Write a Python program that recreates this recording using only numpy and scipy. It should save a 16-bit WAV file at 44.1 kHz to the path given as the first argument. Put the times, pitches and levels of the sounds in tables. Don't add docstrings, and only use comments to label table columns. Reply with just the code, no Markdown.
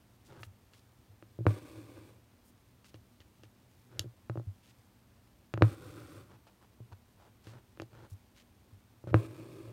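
import sys
import numpy as np
from scipy import signal
from scipy.fft import rfft, irfft, next_fast_len
from scipy.io import wavfile
from scipy.ndimage import map_coordinates

SR = 44100
rng = np.random.default_rng(int(sys.argv[2]) if len(sys.argv) > 2 else 0)


def log_audio(samples):
    frames = np.atleast_2d(samples).T
    limited = np.clip(frames, -1, 1)
    pcm = np.round(limited * 32767).astype(np.int16)
    wavfile.write(sys.argv[1], SR, pcm)


N = 428652

# start_s, peak_db, contact_hz, tension_ratio, tick_db, pull_s, drag_db, hiss_db, easing_db_per_s
STITCHES = [(1.4664, -12, 1700, 0.956, -40.5, 0.619, -48, -63, 11.5),
            (5.622, -8, 2230, 0.998, -31, 0.5694, -48, -62.5, 5.5),
            (9.143, -10, 1797, 1.002, -38, 0.539, -46.5, -65, 8)]


def pops(give_lead_s=0.012, give_db=-18):
    out = np.zeros(N)
    for start_s, peak_db, contact_hz, tension, tick_db, *_ in STITCHES:
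        give = strike(peak_db + give_db, contact_hz=600, fundamental_db=-4, tension=1.1)
        add(out, start_s - give_lead_s, give)
        add(out, start_s, strike(peak_db, contact_hz, fundamental_db=0.5, tension=tension))
        add(out, start_s, click(tick_db, centre_hz=3700))
    return out


def thread(node_db=-17, reflection_delay_s=0.001, reflection_db=-16):
    # tension_ratio, fundamental_db, hollow_db, rasp_hz, rasp_db, 3 x node_hz
    holes = [(1.001, -5.5, -3.5, 2440, 0, 705, 1332, 1857),
             (1.011, -4.5, -13.5, 1446, -7.5, 660, 917.8, 1720),
             (1.05, -4, 1.5, 2540, 1.5, 756, 1430, 1870)]
    # freq_hz, density_db
    hiss_spectrum = [(1060, -38.5), (1800, -2), (2390, -2.5), (3160, -3.5), (3530, -1), (3830, -2),
                     (6790, -9), (9160, -4), (10300, -12), (13800, -9.5), (15800, -15)]
    out, t = np.zeros(N), np.arange(SR) / SR
    nearby_reflection = lambda hz: 1 - amp(reflection_db) * np.exp(-2j * np.pi * hz * reflection_delay_s)
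    for stitch, hole in zip(STITCHES, holes):
        start_s, *_, pull_s, drag_db, hiss_db, easing_db_per_s = stitch
        tension, fundamental_db, hollow_db, rasp_hz, rasp_db, *nodes_hz = hole
        ring = cloth_ring(contact_hz=1935, fundamental_db=fundamental_db, tension=tension)
        hum = signal.fftconvolve(slips(len(t), rate_hz=2500, spread_db=0.5), ring)[:len(t)]
        hollow = lambda hz: amp(hollow_db) * band(hz, 345, q=1.9)
        rasp = lambda hz: amp(rasp_db) * band(hz, rasp_hz, q=4)
        hum = filtered(hum, lambda hz: 1 + hollow(hz) + rasp(hz))
        for node_hz in nodes_hz:
            hum = filtered(hum, lambda hz: 1 - (1 - amp(node_db)) * band(hz, node_hz, q=6.3))
        hiss = slips(len(t), rate_hz=6000, spread_db=0.5)
        hiss = filtered(hiss, lambda hz: amp(along(hiss_spectrum, hz)) * nearby_reflection(hz))
        surge_db = 1.18 * wobble(len(t), rate_hz=25)
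        hum_gain = amp(drag_db + surge_db + pull_db(t, pull_s, easing_db_per_s, eye_db=4.5))
        hiss_gain = amp(hiss_db + surge_db / 2 + pull_db(t, pull_s, easing_db_per_s, eye_db=3))
        add(out, start_s, hum_gain * unit(hum))
        add(out, start_s, hiss_gain * unit(hiss))
    return out


def pull_db(t, pull_s, easing_db_per_s, eye_db, slack_db=-4, release_db_per_s=141.5):
    eye_s, drop_s, slack_s = 0.115, 0.021, 0.076
    onset_db = np.interp(t, np.cumsum([0, eye_s, drop_s, slack_s]), [eye_db, eye_db, slack_db, 0])
    return onset_db - easing_db_per_s * t - release_db_per_s * np.maximum(t - pull_s, 0)


def pricks(tension=1.069, hard_hz=2000, tick_db_per_octave=9):
    # start_s, peak_db, contact_hz, fundamental_db
    touches = [(1.2253, -43.5, 2430, -10.5), (1.3885, -31.5, 570, 2), (1.406, -33, 400, -0.5),
               (4.043, -40.5, 420, -3), (4.057, -38.5, 397, 1), (4.2974, -28.5, 1823, 3.5),
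               (4.3561, -32, 815, -9.5), (4.3741, -30.5, 1220, 5.5), (4.3975, -37, 950, -12),
               (5.539, -25.5, 3520, 2), (5.576, -28, 1800, 1), (6.803, -43, 600, 12.5),
               (7.774, -47.5, 2520, -16.5), (7.799, -32.5, 2492, -13.5), (7.82, -33.5, 988, -5.5),
               (9.04, -39.5, 801, -1), (9.072, -31.5, 770, 1)]
    out = np.zeros(N)
    for start_s, peak_db, contact_hz, fundamental_db in touches:
        add(out, start_s, strike(peak_db, contact_hz, fundamental_db, tension))
        tick_db = peak_db - 19 + tick_db_per_octave * np.log2(contact_hz / hard_hz)
        add(out, start_s, click(tick_db, centre_hz=3400))
    return out


def strike(peak_db, contact_hz, fundamental_db, tension):
    ring = cloth_ring(contact_hz, fundamental_db, tension)
    return amp(peak_db) * ring / abs(ring).max()


def cloth_ring(contact_hz, fundamental_db, tension, leak_hz=65, dispersion_hz=600, grip_s=0.056):
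    # pitch_hz, level_db, t60_s
    cloth_modes = [(109.93, -8, 0.2955), (149, -22.5, 0.16), (301.9, -12, 0.043), (313.3, -15.5, 0.038),
                   (444, -29.5, 0.069), (493.4, -19, 0.055), (565, -45, 0.032), (748, -35.5, 0.1),
                   (977, -20, 0.014), (1156, -16, 0.011), (1405, -32, 0.0099), (1550, -36, .025),
                   (2280, -17.5, 0.0055), (3900, -11, .004)]
    t = np.arange(SR // 2) / SR
    pitch_hz, level_db, t60_s = np.transpose(cloth_modes)[:, :, None]
    modes = amp(level_db - 60 * t / t60_s) * np.cos(2 * np.pi * pitch_hz * tension * t)
    ring = amp(fundamental_db) * modes[0] + modes[1:].sum(0)
    ring *= np.exp(-(t / grip_s) ** 2)
    contact = signal.butter(3, min(contact_hz, SR / 4), fs=SR, output="sos")
    leak = signal.butter(2, leak_hz, "high", fs=SR, output="sos")
    ring = signal.sosfilt(np.vstack([contact, leak]), ring)
    return -filtered(ring, lambda hz: ((dispersion_hz - 1j * hz) / (dispersion_hz + 1j * hz)) ** 2)


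def clicks():
    # start_s, peak_db, centre_hz, thud_db
    contacts = [(0.4322, -32, 1916, -54), (.4345, -39.5, 2100, -52.5), (0.7354, -48, 3000, -57.5),
                (2.845, -49, 2400, -61), (2.943, -43.5, 2180, -41.5), (3.2042, -44, 2900, -53.5),
                (3.435, -46.5, 2460, -46.5), (3.9942, -14.5, 5100, -37), (6.469, -49, 1100, -63),
                (7.47, -45.5, 1800, -42.5), (7.7988, -37.5, 2460, -61), (7.8187, -42, 5000, -56.5)]
    out = np.zeros(N)
    for start_s, peak_db, centre_hz, thud_db in contacts:
        add(out, start_s, click(peak_db, centre_hz))
        add(out, start_s, rustle(length_s=0.02305, level_db=-69, centre_hz=2037))
        add(out, start_s, strike(thud_db, contact_hz=800, fundamental_db=-2, tension=1.004))
    return out


def click(peak_db, centre_hz, rattle_db=-17, rattle_t60_s=0.019, rattle_top_hz=7000):
    # pitch_hz, level_db, t60_s
    click_modes = [(497, 1, 0.015), (753, -3.5, 0.012), (1280, -3, 0.011), (1743, -8.5, 0.013),
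                   (2802, -3.5, 0.011), (3293, -4.5, .006), (4000, -9.5, 0.012), (4605, -5.5, 0.0089),
                   (5420, -3.5, 0.0054), (6310, -5, 0.0074), (7200, -8, 0.0067), (10894, -4.5, 0.0058),
                   (12900, 0, 0.004)]
    t = np.arange(SR // 20) / SR
    pitch_hz, level_db, t60_s = np.transpose(click_modes)[:, :, None]
    phase = 2 * np.pi * (pitch_hz * t + rng.random(pitch_hz.shape))
    ring = (amp(level_db - 60 * t / t60_s) * np.cos(phase)).sum(0)
    rattle = amp(rattle_db - 60 * t / rattle_t60_s) * rng.standard_normal(len(t))
    rattle = signal.sosfilt(signal.butter(2, rattle_top_hz, fs=SR, output="sos"), rattle)
    sound = filtered(ring + rattle, lambda hz: band(hz, centre_hz, q=0.64) ** 2)
    return amp(peak_db) * sound / abs(sound).max()


def bumps():
    # start_s, peak_db
    touches = [(0.462, -46.5), (1.095, -52), (3.993, -38.5), (4.468, -34), (6.916, -45.5), (8.115, -40.5),
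               (8.723, -48), (9.111, -33.5)]
    out = np.zeros(N)
    for start_s, peak_db in touches:
        add(out, start_s, strike(peak_db, contact_hz=115, fundamental_db=8, tension=0.89))
    return out


def rubs():
    # start_s, length_s, scrape_db, hum_db
    strokes = [(0.269, 0.1704, -61.5, -55), (3.883, 0.1865, -66, -56.5), (6.278, 0.1007, -64.5, -61),
               (6.461, 0.045, -68.5, -71.5), (6.608, .05, -66, -69), (6.916, 0.0215, -57, -64),
               (7.17, 0.137, -66, -73), (7.431, 0.1863, -63, -58), (7.901, 0.191, -62, -55.5),
               (9.066, 0.054, -58, -45)]
    # freq_hz, density_db
    scrape_spectrum = [(200, -7.5), (500, -2.5), (850, 2.5), (1450, -6.5), (1900, -15), (3600, -17),
                       (8000, -28), (15000, -39.5)]
    out = np.zeros(N)
    ring = cloth_ring(contact_hz=1372, fundamental_db=3.5, tension=1.08)
    for start_s, length_s, scrape_db, hum_db in strokes:
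        grains = stroke(length_s, rate_hz=3200, spread_db=1.5)
        scrape = filtered(grains, lambda hz: amp(along(scrape_spectrum, hz)))
        hum = signal.fftconvolve(grains, ring / np.linalg.norm(ring))
        add(out, start_s, amp(scrape_db) * unit(scrape))
        add(out, start_s, amp(hum_db) * hum)
    return out


def whisks():
    # start_s, length_s, level_db, centre_hz
    sweeps = [(0.243, 0.055, -70, 4500), (.388, 0.0923, -69, 8000), (0.719, 0.1, -72, 3770),
              (2.432, 0.084, -72.5, 8860), (2.837, 0.0774, -68.5, 3980), (4.621, 0.111, -70, 2860),
              (7.426, 0.11, -68.5, 3570), (8.091, 0.0565, -69.5, 6990), (8.343, 0.0917, -67, 2730)]
    out = np.zeros(N)
    for start_s, length_s, level_db, centre_hz in sweeps:
        add(out, start_s, rustle(length_s, level_db, centre_hz))
    return out


def rustle(length_s, level_db, centre_hz):
    grains = stroke(length_s, rate_hz=3000, spread_db=1)
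    return amp(level_db) * unit(filtered(grains, lambda hz: band(hz, centre_hz, q=0.55) ** 2))


def stroke(length_s, rate_hz, spread_db):
    size = int(length_s * SR)
    return unit(slips(size, rate_hz, spread_db) * signal.windows.tukey(size, 0.48))


def slips(size, rate_hz, spread_db):
    impulses = (rng.random(size) < rate_hz / SR) * rng.standard_normal(size)
    return unit(impulses * amp(spread_db * rng.standard_normal(size)))


def fidget(level_db=-80.5, swell_db=1.5, centre_hz=3500):
    grains = filtered(slips(N, rate_hz=1900, spread_db=2.5), lambda hz: band(hz, centre_hz, q=0.44))
    return amp(level_db + swell_db * wobble(N, rate_hz=6)) * unit(grains)


def room(x, delay_s=0.005):
    # freq_hz, t60_s
    decay = [(100, 0.14), (400, 0.16), (1500, 0.14), (6000, 0.092), (15000, 0.18)]
    hz, t, spectra = signal.stft(rng.standard_normal(SR // 2), SR, nperseg=256)
    tail = signal.istft(spectra * amp(-60 * t / along(decay, hz)[:, None]), SR, nperseg=256)[1]
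    response = np.pad(tail / np.linalg.norm(tail), (int(delay_s * SR), 0))
    return signal.fftconvolve(x, response)[:N]


def air(noise_db=-64.5):
    # pitch_hz, level_db
    hum_lines = [(119, -73.5), (195, -77.5), (241, -76.5)]
    # freq_hz, density_db
    noise_spectrum = [(25, -24), (55, -2), (110, 0.5), (150, -9.5), (300, -10), (450, -16), (1000, -19.5),
                      (1600, -24), (3500, -28), (7800, -34), (9200, -31.5), (10500, -37.5), (13000, -31),
                      (16000, -36.5)]
    hum = np.zeros(N)
    for pitch_hz, level_db in hum_lines:
        line = filtered(rng.standard_normal(N), lambda hz: band(hz, pitch_hz, q=19) ** 2)
        hum += amp(level_db) * unit(line)
    noise = filtered(rng.standard_normal(N), lambda hz: amp(along(noise_spectrum, hz)))
    return hum + amp(noise_db) * unit(noise)


def amp(db):
    return 10 ** (np.asarray(db) / 20)


def unit(x):
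    return x / np.sqrt(np.mean(x ** 2) + 1e-20)


def along(points, hz):
    freq_hz, values = np.transpose(points)
    return np.interp(np.log(hz + 1), np.log(freq_hz + 1), values)


def filtered(x, response):
    size = next_fast_len(len(x) + SR // 10)
    return irfft(rfft(x, size) * response(np.fft.rfftfreq(size, 1 / SR)), size)[:len(x)]


def band(hz, centre_hz, q):
    return 1 / (1 + 1j * q * (hz / centre_hz - centre_hz / (hz + 1)))


def wobble(size, rate_hz):
    knots = rng.standard_normal(int(size * rate_hz / SR) + 4)
    return map_coordinates(knots, [np.arange(size) * rate_hz / SR])


def add(track, start_s, sound):
    part = track[max(round(start_s * SR), 0):][:len(sound)]
    part += sound[:len(part)]


def scene(room_db=-16.0):
    hoop = pricks() + pops() + thread() + clicks() + bumps() + rubs() + whisks()
    return (hoop + amp(room_db) * room(hoop) + fidget() + air())[None]


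def record(dry, top_hz=15900):
    return filtered(dry[0], lambda hz: hz < top_hz)[None]


dry = scene()
out = record(dry)
log_audio(out)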